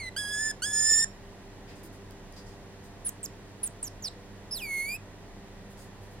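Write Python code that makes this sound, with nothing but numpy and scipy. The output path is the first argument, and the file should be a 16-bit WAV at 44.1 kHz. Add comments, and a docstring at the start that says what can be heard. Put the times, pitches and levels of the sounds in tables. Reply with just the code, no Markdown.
"""A small tamarin calls from the top of a wire cage: a falling peep, two long whistles, five very high
chirps and a sliding whistle. Its voice is a wavering sum of harmonics, with a hiss that follows its loudness.
Its feet and claws add decaying thuds, filtered-noise scuffs and ticks that ring the resonant wires.
Nearby surfaces return treble echoes and a short diffuse tail.
Under it all an appliance hums as a set of sine lines over coloured room noise."""
import sys
import numpy as np
from scipy import signal
from scipy.fft import rfft, irfft
from scipy.io import wavfile

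SR = 44100
rng = np.random.default_rng(int(sys.argv[2]) if len(sys.argv) > 2 else 0)


def transcribe(u):
    """Save the signal u as a 16-bit wav file named by the first command-line argument.

    u: samples, shape (n,) or (channels, n), limited to [-1, 1]; the rate is SR.
    q: integer samples, one column per channel.
    """
    v = np.clip(np.atleast_2d(u).T, -1, 1)
    q = np.round(v * 32767).astype(np.int16)
    wavfile.write(sys.argv[1], SR, q)


N = 273420
TIME = np.arange(N) / SR


def monkey():
    """Superposition: the calls add as independent pressure waves."""
    return peep() + long_whistles() + chirps() + sliding_whistle()


# throat resonance on the overtones of the peep: frequency_hz, relative_level_db
PEEP_RESONANCE = [(4200, 6.5), (6300, -5.5), (8400, -0.5), (10500, -7.5), (12500, -22), (16000, -30)]


def peep():
    """Source-filter principle: the throat colours the overtones of the opening peep."""
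    return call(sagging_peep(), PEEP_RESONANCE, jitter=.005, hiss_db=-28, edge_s=0.0019,
                flutter_db=3.0, rasp_db=0.5)


PEEP_LENGTH_S, PEEP_HZ, PEEP_SAG_HZ, PEEP_SAG_S = .09, 2008, 284, .025
PEEP_DB, PEEP_OVERTONES_DB = -39, -44.5


def sagging_peep():
    """Exponential relaxation: the pitch settles to a steady value under level controls that stay even."""
    age = np.arange(0, PEEP_LENGTH_S, 1 / SR)
    pitch = PEEP_HZ + PEEP_SAG_HZ * np.exp(-age / PEEP_SAG_S)
    return age, pitch, PEEP_DB, PEEP_OVERTONES_DB


# long whistles, levels before the swell: start_s, length_s, fundamental_db, overtones_db, mouth_resonance_db,
# mouth_opens_after_s, fundamental_gain_db and overtone_gain_db at the widest opening
WHISTLE_SETTINGS = [(0.164, 0.348, -38, -37, -15, 0.17, 7.5, 5),
                    (0.621, 0.422, -37, -34.5, -4.5, 0.11, 3.5, 14.5)]
# pitch curve of each long whistle, a scoop up and then a slow climb: time_s, pitch_hz
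WHISTLE_PITCH_CURVES = [
    [(0.163, 1488), (0.175, 1634), (0.191, 1690), (0.245, 1657), (0.389, 1708), (0.413, 1740),
     (0.477, 1755), (0.511, 1731)],
    [(0.621, 1424), (0.639, 1590), (0.663, 1709), (0.691, 1706), (0.927, 1776), (0.975, 1789),
     (1.031, 1813), (1.043, 1801)],
]
# throat resonance on the overtones of the whistles: frequency_hz, relative_level_db
WHISTLE_RESONANCE = [(3000, -4.5), (3500, -10), (5200, 0), (7000, 1.5), (8700, 1), (10400, -8),
                     (12200, -22.5), (15500, -24)]


def long_whistles():
    """Source-filter principle: the throat colours the overtones of two sustained tones."""
    return sum(call(whistle(pitch, *row), WHISTLE_RESONANCE, jitter=0.0016, hiss_db=-24.0, edge_s=.002,
                    flutter_db=2.5, rasp_db=-0.13, start_rasp_db=0.58)
               for pitch, row in zip(WHISTLE_PITCH_CURVES, WHISTLE_SETTINGS))


PUSH_DB, PUSH_AT_S, PUSH_WIDTH_S = 5.5, 0.022, 0.026  # the opening push brightens the tone
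# the mouth snaps open to OPEN_SHARE; the other two are shares of the time that remains
OPEN_S, OPEN_SHARE, WIDEST_AT, WIDE_SHARE = 0.0032, 0.58, 0.65, 0.26
MOUTH_LIFT_DB = 23


def whistle(pitch_curve, start, length, fundamental_db, overtones_db, mouth_db, opens_s, swell_db, brighten_db):
    """Variable radiation: a whistle starts with a push and swells once the mouth opens."""
    age = np.arange(0, length, 1 / SR)
    pitch = np.interp(start + age, *np.transpose(pitch_curve))
    push = np.exp(-((age - PUSH_AT_S) / PUSH_WIDTH_S) ** 2)
    open_progress = (age - opens_s) / (length - opens_s)
    wide = np.exp(-((open_progress - WIDEST_AT) / WIDE_SHARE) ** 2)
    snap = (1 + np.tanh((age - opens_s) / OPEN_S)) / 2
    opening = snap * (OPEN_SHARE + (1 - OPEN_SHARE) * wide)
    return (start + age, pitch, fundamental_db + swell_db * opening,
            overtones_db + PUSH_DB * push + brighten_db * opening, mouth_db + MOUTH_LIFT_DB * opening)


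# falling chirps: start_s, length_s, first_pitch_hz, last_pitch_hz before the final drop,
# bend (+ falls late, - falls early), final_drop (share of pitch), peak_db before colour, peak_after_s,
# last_overtones_db
CHIRP_SETTINGS = [(3.048, 0.046, 10050, 7570, 3, 0.18, -28.5, 0.023, -32),
                  (3.23, 0.031, 8500, 5850, 0.7, 0.12, -33.5, 0.0086, -39.5),
                  (3.631, 0.046, 10000, 7780, 1.3, 0.13, -28.5, 0.0084, -36),
                  (3.827, 0.055, 9200, 5400, -1.44, .08, -31, 0.0045, -42),
                  (4.024, 0.061, 7000, 3950, -0.85, 0.045, -33, 0.026, -42)]
# relative weights of a chirp's overtones; with a single overtone they leave its level unchanged:
# frequency_hz, relative_level_db
CHIRP_OVERTONE_WEIGHTS = [(8000, 2), (12000, -6), (30000, -53)]


def chirps():
    """Frequency modulation: five two-partial tones sweep rapidly downward."""
    return sum(call(chirp(*row), CHIRP_OVERTONE_WEIGHTS, jitter=0.006, hiss_db=-21, edge_s=0.0018, rasp_db=1.7,
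                    flick_s=.0013, count=2) for row in CHIRP_SETTINGS)


# peaks and notches that a chirp's fundamental sweeps through: frequency_hz, gain_db
CHIRP_PEAKS_AND_NOTCHES = [(4000, 3), (4550, -0.5), (5150, 3), (5700, -0.5), (6300, -7.5), (6900, 1),
                           (8200, -3), (8700, 3.5), (9200, -1.5), (9750, 3), (10200, -2)]
CHIRP_DROP_S = 0.00264  # time constant of the final pitch drop
CHIRP_RISE_DB_PER_S, CHIRP_FADE_DB_PER_S, BRIGHTEN_DB_PER_S = 395, 242, 220


def chirp(start, length, first_hz, last_hz, bend, drop, peak_db, peak_s, overtones_db):
    """Swept excitation: a bent fall crosses fixed peaks and notches as the overtone grows."""
    age = np.arange(0, length, 1 / SR)
    fall = np.expm1(bend * age / length) / np.expm1(bend)
    final_drop = 1 - drop * np.exp((age - length) / CHIRP_DROP_S)
    pitch = (first_hz + (last_hz - first_hz) * fall) * final_drop
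    below_peak_db = np.maximum(CHIRP_RISE_DB_PER_S * (peak_s - age), CHIRP_FADE_DB_PER_S * (age - peak_s))
    level_db = peak_db - below_peak_db + at_hz(CHIRP_PEAKS_AND_NOTCHES, pitch)
    return start + age, pitch, level_db, overtones_db - BRIGHTEN_DB_PER_S * (length - age)


# course of the sliding whistle: time_s, pitch_hz, fundamental_db, overtones_db
SLIDE_COURSE = [(4.51, 4997, -41, -47), (4.526, 5180, -31.5, -34.5), (4.538, 5460, -32.5, -41),
                (4.564, 4260, -40.5, -36), (4.582, 3760, -42, -40), (4.614, 2603, -45, -48),
                (4.628, 2460, -38, -41), (4.674, 2240, -39, -45), (4.72, 2177, -33, -42.5),
                (4.8, 2150, -30.5, -38.5), (4.844, 2185, -35, -41.5), (4.946, 2476, -37, -39),
                (4.965, 2654, -43.5, -46)]
# throat resonance on the overtones of the slide: frequency_hz, relative_level_db
SLIDE_RESONANCE = [(4400, -4), (6500, -4.5), (8700, -6.5), (10900, 1.5), (13000, -3), (15200, -8),
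                   (30000, -40)]


def sliding_whistle():
    """Source-filter principle: gliding harmonics pass through fixed resonances."""
    return call(np.transpose(SLIDE_COURSE), SLIDE_RESONANCE, jitter=0.0036, hiss_db=-24.5, edge_s=0.0022,
                flutter_db=3.5, rasp_db=0.13, start_rasp_db=0.8)


# hiss that rides on the voice: frequency_hz, relative_level_db (per Hz)
HISS_SPECTRUM = [(1200, -2.5), (2500, -2.5), (6000, -3.5), (10000, -4), (16000, -4)]
# voice at two microphones: frequency_hz, left_minus_right_db, left_phase_lead_rad
VOICE_BEARING = [(1700, -1.5, 0.055), (3505, -4.5, 0.13), (5260, -4.5, 1.3), (6770, -6, 1.5),
                 (8700, -1.5, 1.67), (11150, -4.5, 1.96), (16000, -3, 2.9)]
MOUTH_HZ, MOUTH_WIDTH_HZ = 6660, 2300
HOLLOW_HZ, HOLLOW_SHARE = 3730, 0.49  # thinning near the octave below, as a share of the mouth lift
ROUGH_START_S = .05  # a call with start_rasp_db is roughest as it starts
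TREMBLE_DB, TREMBLE_PER_S = 0.74, 44
WAVER, WAVER_PER_S = .0025, 35  # WAVER is a share of the pitch
FLUTTER_PER_S = 39


def bell(hz, centre_hz):
    """Resonance curve: a Gaussian weight around a centre frequency."""
    return np.exp(-((hz - centre_hz) / MOUTH_WIDTH_HZ) ** 2)


def call(controls, throat, jitter, hiss_db, edge_s, rasp_db, flutter_db=0, start_rasp_db=0,
         flick_drop=0.078, flick_s=.004, count=9):
    """Fourier synthesis: harmonics of a wavering pitch, weighted by frequency, carry a following hiss."""
    s, *columns = np.broadcast_arrays(*controls)
    on = (TIME > s[0] - edge_s) & (TIME < s[-1] + flick_s)
    t = TIME[on]
    pitch, fundamental_db, overtones_db, *mouth_db = [np.interp(t, s, c) for c in columns]
    pitch = pitch * (1 + WAVER * drift(WAVER_PER_S)[on])

    # as the call ends, the pitch flicks downward and the tone snaps shut
    closing = np.clip((t - s[-1]) / flick_s, 0, 1)
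    onset = np.sin(np.pi / 2 * np.clip((t - s[0] + edge_s) / (2 * edge_s), 0, 1)) ** 2
    gate = onset * (1 - closing ** 2)
    k = np.arange(1, count + 1)[:, None]
    hz = k * pitch * (1 + jitter * drift(200)[on]) * (1 - flick_drop * closing)

    # an opening mouth lifts the overtone in its resonance and thins the octave below
    lift_db = sum(mouth_db) * (bell(hz[1:], MOUTH_HZ) - HOLLOW_SHARE * bell(hz[1:], HOLLOW_HZ))
    colour = from_db(at_hz(throat, hz[1:]) + lift_db)
    # successive stretches of one drift make each overtone flutter on its own
    colour *= from_db(flutter_db * np.resize(drift(FLUTTER_PER_S), colour.shape))
    overtones = from_db(overtones_db) * colour / np.linalg.norm(colour, axis=0)
    below_nyquist = hz < SR / 2
    height = np.sqrt(2) * np.vstack([from_db(fundamental_db), overtones]) * gate * below_nyquist

    # uneven vibration puts a noisy skirt around each partial
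    rough_db = rasp_db + start_rasp_db * np.exp(-((t - s[0]) / ROUGH_START_S) ** 2)
    height *= from_db(rough_db * drift(900)[on] + TREMBLE_DB * drift(TREMBLE_PER_S)[on])

    phase = 2 * np.pi * np.cumsum(hz, axis=1) / SR
    balance = from_db(at_hz(VOICE_BEARING, hz))
    lead = at_hz(VOICE_BEARING, hz, axis=2)
    right = height * np.sqrt(2 / (1 + balance ** 2))  # keeps the mean power of the two sides
    out = np.zeros((2, N))
    out[:, on] = [(right * balance * np.sin(phase + lead)).sum(0), (right * np.sin(phase)).sum(0)]

    freqs = np.fft.rfftfreq(len(t), 1 / SR)
    hiss_bins = rfft(rng.standard_normal((2, len(t)))) * from_db(at_hz(HISS_SPECTRUM, freqs))
    hiss = rms_one(irfft(hiss_bins, len(t)))
    out[:, on] += hiss * from_db(hiss_db) * np.linalg.norm(height, axis=0)
    return out


# soft landings of the feet: start_s, level_db, pitch_hz, ring_time_s (to fall 60 dB)
FOOT_LANDINGS = [(1.69, -55, 426, 0.14), (1.835, -42, 334, 0.22)]


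def landings(rise_s=0.0056):
    """Damped oscillation: a soft foot sets the cage frame thudding with exponential decay."""
    out = np.zeros(N)
    for s, level_db, hz, t60 in FOOT_LANDINGS:
        age = np.clip(TIME - s, 0, 2)
        envelope = from_db(level_db - 60 * age / t60) * (1 - np.exp(-age / rise_s))
        out += envelope * np.sin(2 * np.pi * hz * age)
    return out


# feet and hands scuffing the cage: start_s, length_s before stretching, level_db before cage gain, centre_hz
CAGE_SCUFFS = [(1.676, 0.07, -58, 2100), (1.751, 0.057, -65.5, 7000), (1.83, 0.043, -56.5, 11000),
               (1.922, 0.051, -66, 9000), (2.331, 0.027, -66, 5200), (2.361, 0.057, -59, 4650),
               (2.458, 0.076, -65, 6000), (2.832, .05, -65.5, 8900), (5.698, 0.045, -66, 9900),
               (5.77, 0.089, -60.5, 8100), (6.01, .07, -69, 10000), (6.108, 0.045, -68.5, 9800)]
# claws ticking on a wire: start_s, level_db before the high-pass and cage gain
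CLAW_TICKS = [(2.109, -45), (2.12, -53), (2.325, -46.5)]
# resonances of the cage wires: frequency_hz, width_hz, gain_db before cage gain
WIRE_RESONANCES = [(4920, 390, 7), (6660, 20, 13), (8660, 90, 2), (10490, 140, -12), (12900, 110, 0)]


def cage(grain_db=1.5, spread=1.34, tick_s=0.00081, stretch=1.46, gain_db=2.0):
    """Driven resonance: grainy scuffs and sharp claw ticks set the wires ringing."""
    touch = np.zeros((2, N))
    grains = rng.standard_normal((2, N)) * from_db(grain_db * drift(300))
    for s, length, level_db, hz in CAGE_SCUFFS:
        start, size = int(s * SR), int(length * stretch * SR)
        stroke = np.sin(np.pi * np.linspace(0, 1, size) ** 0.47)  # peaks early
        band = butter(grains[:, start:start + size], [hz / spread, hz * spread], "band", order=1)
        rub = rms_one(band)
        touch[:, start:start + size] += from_db(level_db) * rub * stroke[:rub.shape[1]]

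    for s, level_db in CLAW_TICKS:
        decay = (TIME >= s) * np.exp(-np.abs(TIME - s) / tick_s)
        touch += from_db(level_db) * butter(grains, 1550, "high") * decay

    rings = np.zeros((2, N))
    for hz, width, db in WIRE_RESONANCES:
        peak = signal.iirpeak(hz, hz / width, fs=SR)
        rings += from_db(db) * signal.lfilter(*peak, touch + 1e-18)  # tiny offset avoids denormals
    return from_db(gain_db) * (touch + rings)


# treble echoes of nearby shelves and walls, a list for left and one for right: delay_ms, gain_db
NEAR_ECHOES = [
    [(1.7, -21), (3.9, -24), (6.8, -30.5)],
    [(1.3, -16.5), (2.9, -26), (5.6, -21)],
]
ROOM_T60_S = .2


def room(x, wet_db=-18, wall_hz=7000, onset_s=0.0049):
    """Reflection and reverberation: near surfaces return the treble, then a diffuse tail decays."""
    treble = butter(x, 3760, "high", order=1)
    early = np.zeros_like(x)
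    for channel, taps in enumerate(NEAR_ECHOES):
        for ms, db in taps:
            early[channel] += from_db(db) * np.interp(TIME - ms / 1000, TIME, treble[channel], left=0)

    t = TIME[:SR // 2]
    diffuse = butter(rng.standard_normal((2, len(t))), wall_hz, "low")
    tail = diffuse * from_db(-60 * t / ROOM_T60_S) * (t > onset_s)
    tail /= np.linalg.norm(tail, axis=1, keepdims=True)
    return x + early + from_db(wet_db) * signal.fftconvolve(x, tail, axes=1)[:, :N]


# lines of the motor's hum: mean_frequency_hz, level_db (rms, before waver and left-right balance)
HUM_LINES = [(32, -56.5), (98.5, -55), (197, -58), (295.5, -65.5), (394, -60.5), (492, -66), (590, -69.5),
             (688, -68)]
# room noise, with the narrow rush of a fan near 1.9 kHz: frequency_hz, relative_level_db (per Hz)
FLOOR_SPECTRUM = [(12, -28.5), (28, -1), (70, -5.5), (130, -4.5), (420, -10), (600, -13), (980, -14.5),
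                  (1250, -21), (1740, -20), (1910, -16.5), (2080, -23.5), (4000, -29.5), (7000, -38),
                  (16000, -48)]
FLOOR_DB = -50  # rms of the middle, before left-right balance


def background(waver_db=2.5, wander_hz=1.404):
    """Line and broadband spectra: a motor's wavering hum lies over the noise of the room."""
    hum = np.zeros(N)
    for hz, db in HUM_LINES:
        phase = 2 * np.pi * np.cumsum(hz + wander_hz * drift(5.27)) / SR
        hum += np.sqrt(2) * from_db(db + waver_db * drift(5.8)) * np.sin(phase)
    floor = from_db(FLOOR_DB) * stereo_noise(FLOOR_SPECTRUM)
    return (hum + floor) * from_db([[-.6], [.6]])


# left-right correlation of the room noise, limited when read: frequency_hz, correlation (-1 to 1)
NOISE_LIKENESS = [(60, 0.83), (130, 0.87), (290, 0.86), (640, 0.82), (1410, 0.68), (3100, 0.1),
                  (6820, -0.72), (15000, -0.84)]


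def stereo_noise(spectrum):
    """Interaural coherence: noise alike in the bass and opposed in the treble; its middle has rms 1."""
    hz = np.fft.rfftfreq(N, 1 / SR)
    alike = np.clip(at_hz(NOISE_LIKENESS, hz), -.85, .99)
    mid_bins, side_bins = rfft(rng.standard_normal((2, N))) * from_db(at_hz(spectrum, hz))
    mid = irfft(mid_bins, N)
    side = irfft(side_bins * np.sqrt((1 - alike) / (1 + alike)), N)
    return np.array([mid + side, mid - side]) / mid.std()


def from_db(db):
    """Logarithmic level: decibels become amplitude gain."""
    return 10 ** (np.asarray(db) / 20)


def rms_one(x):
    """Power normalisation: scale to unit mean square."""
    return x / np.sqrt(np.mean(x ** 2) + 1e-20)


def at_hz(points, hz, axis=1):
    """Logarithmic frequency scale: interpolate one column of a spectrum table."""
    table = np.array(points)
    return np.interp(np.log(hz + 1e-9), np.log(table[:, 0]), table[:, axis])


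def butter(x, hz, kind, order=2):
    """Maximally flat response: a causal Butterworth filter."""
    sos = signal.butter(order, np.clip(hz, 10, .47 * SR), kind, fs=SR, output="sos")
    return signal.sosfilt(sos, x)


def drift(rate):
    """Low-passed noise: a smooth random wander of spread 1 with about this many turns a second."""
    r = np.exp(-2 * np.pi * rate / SR)
    noise = rng.standard_normal(N + SR)
    return rms_one(signal.lfilter([1], [1, -2 * r, r * r], noise)[SR:])  # drop the settling second


def scene():
    """Superposition: the monkey and its cage sound in the room, over the hum."""
    return room(from_db(-.5) * monkey() + cage() + landings()) + background()


CUTOFF_HZ = 16100


def record(dry):
    """Band limitation: an elliptic low-pass cuts the top steeply."""
    return signal.sosfilt(signal.ellip(10, .1, 70, CUTOFF_HZ, fs=SR, output="sos"), dry)


dry = scene()
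out = record(dry)
transcribe(out)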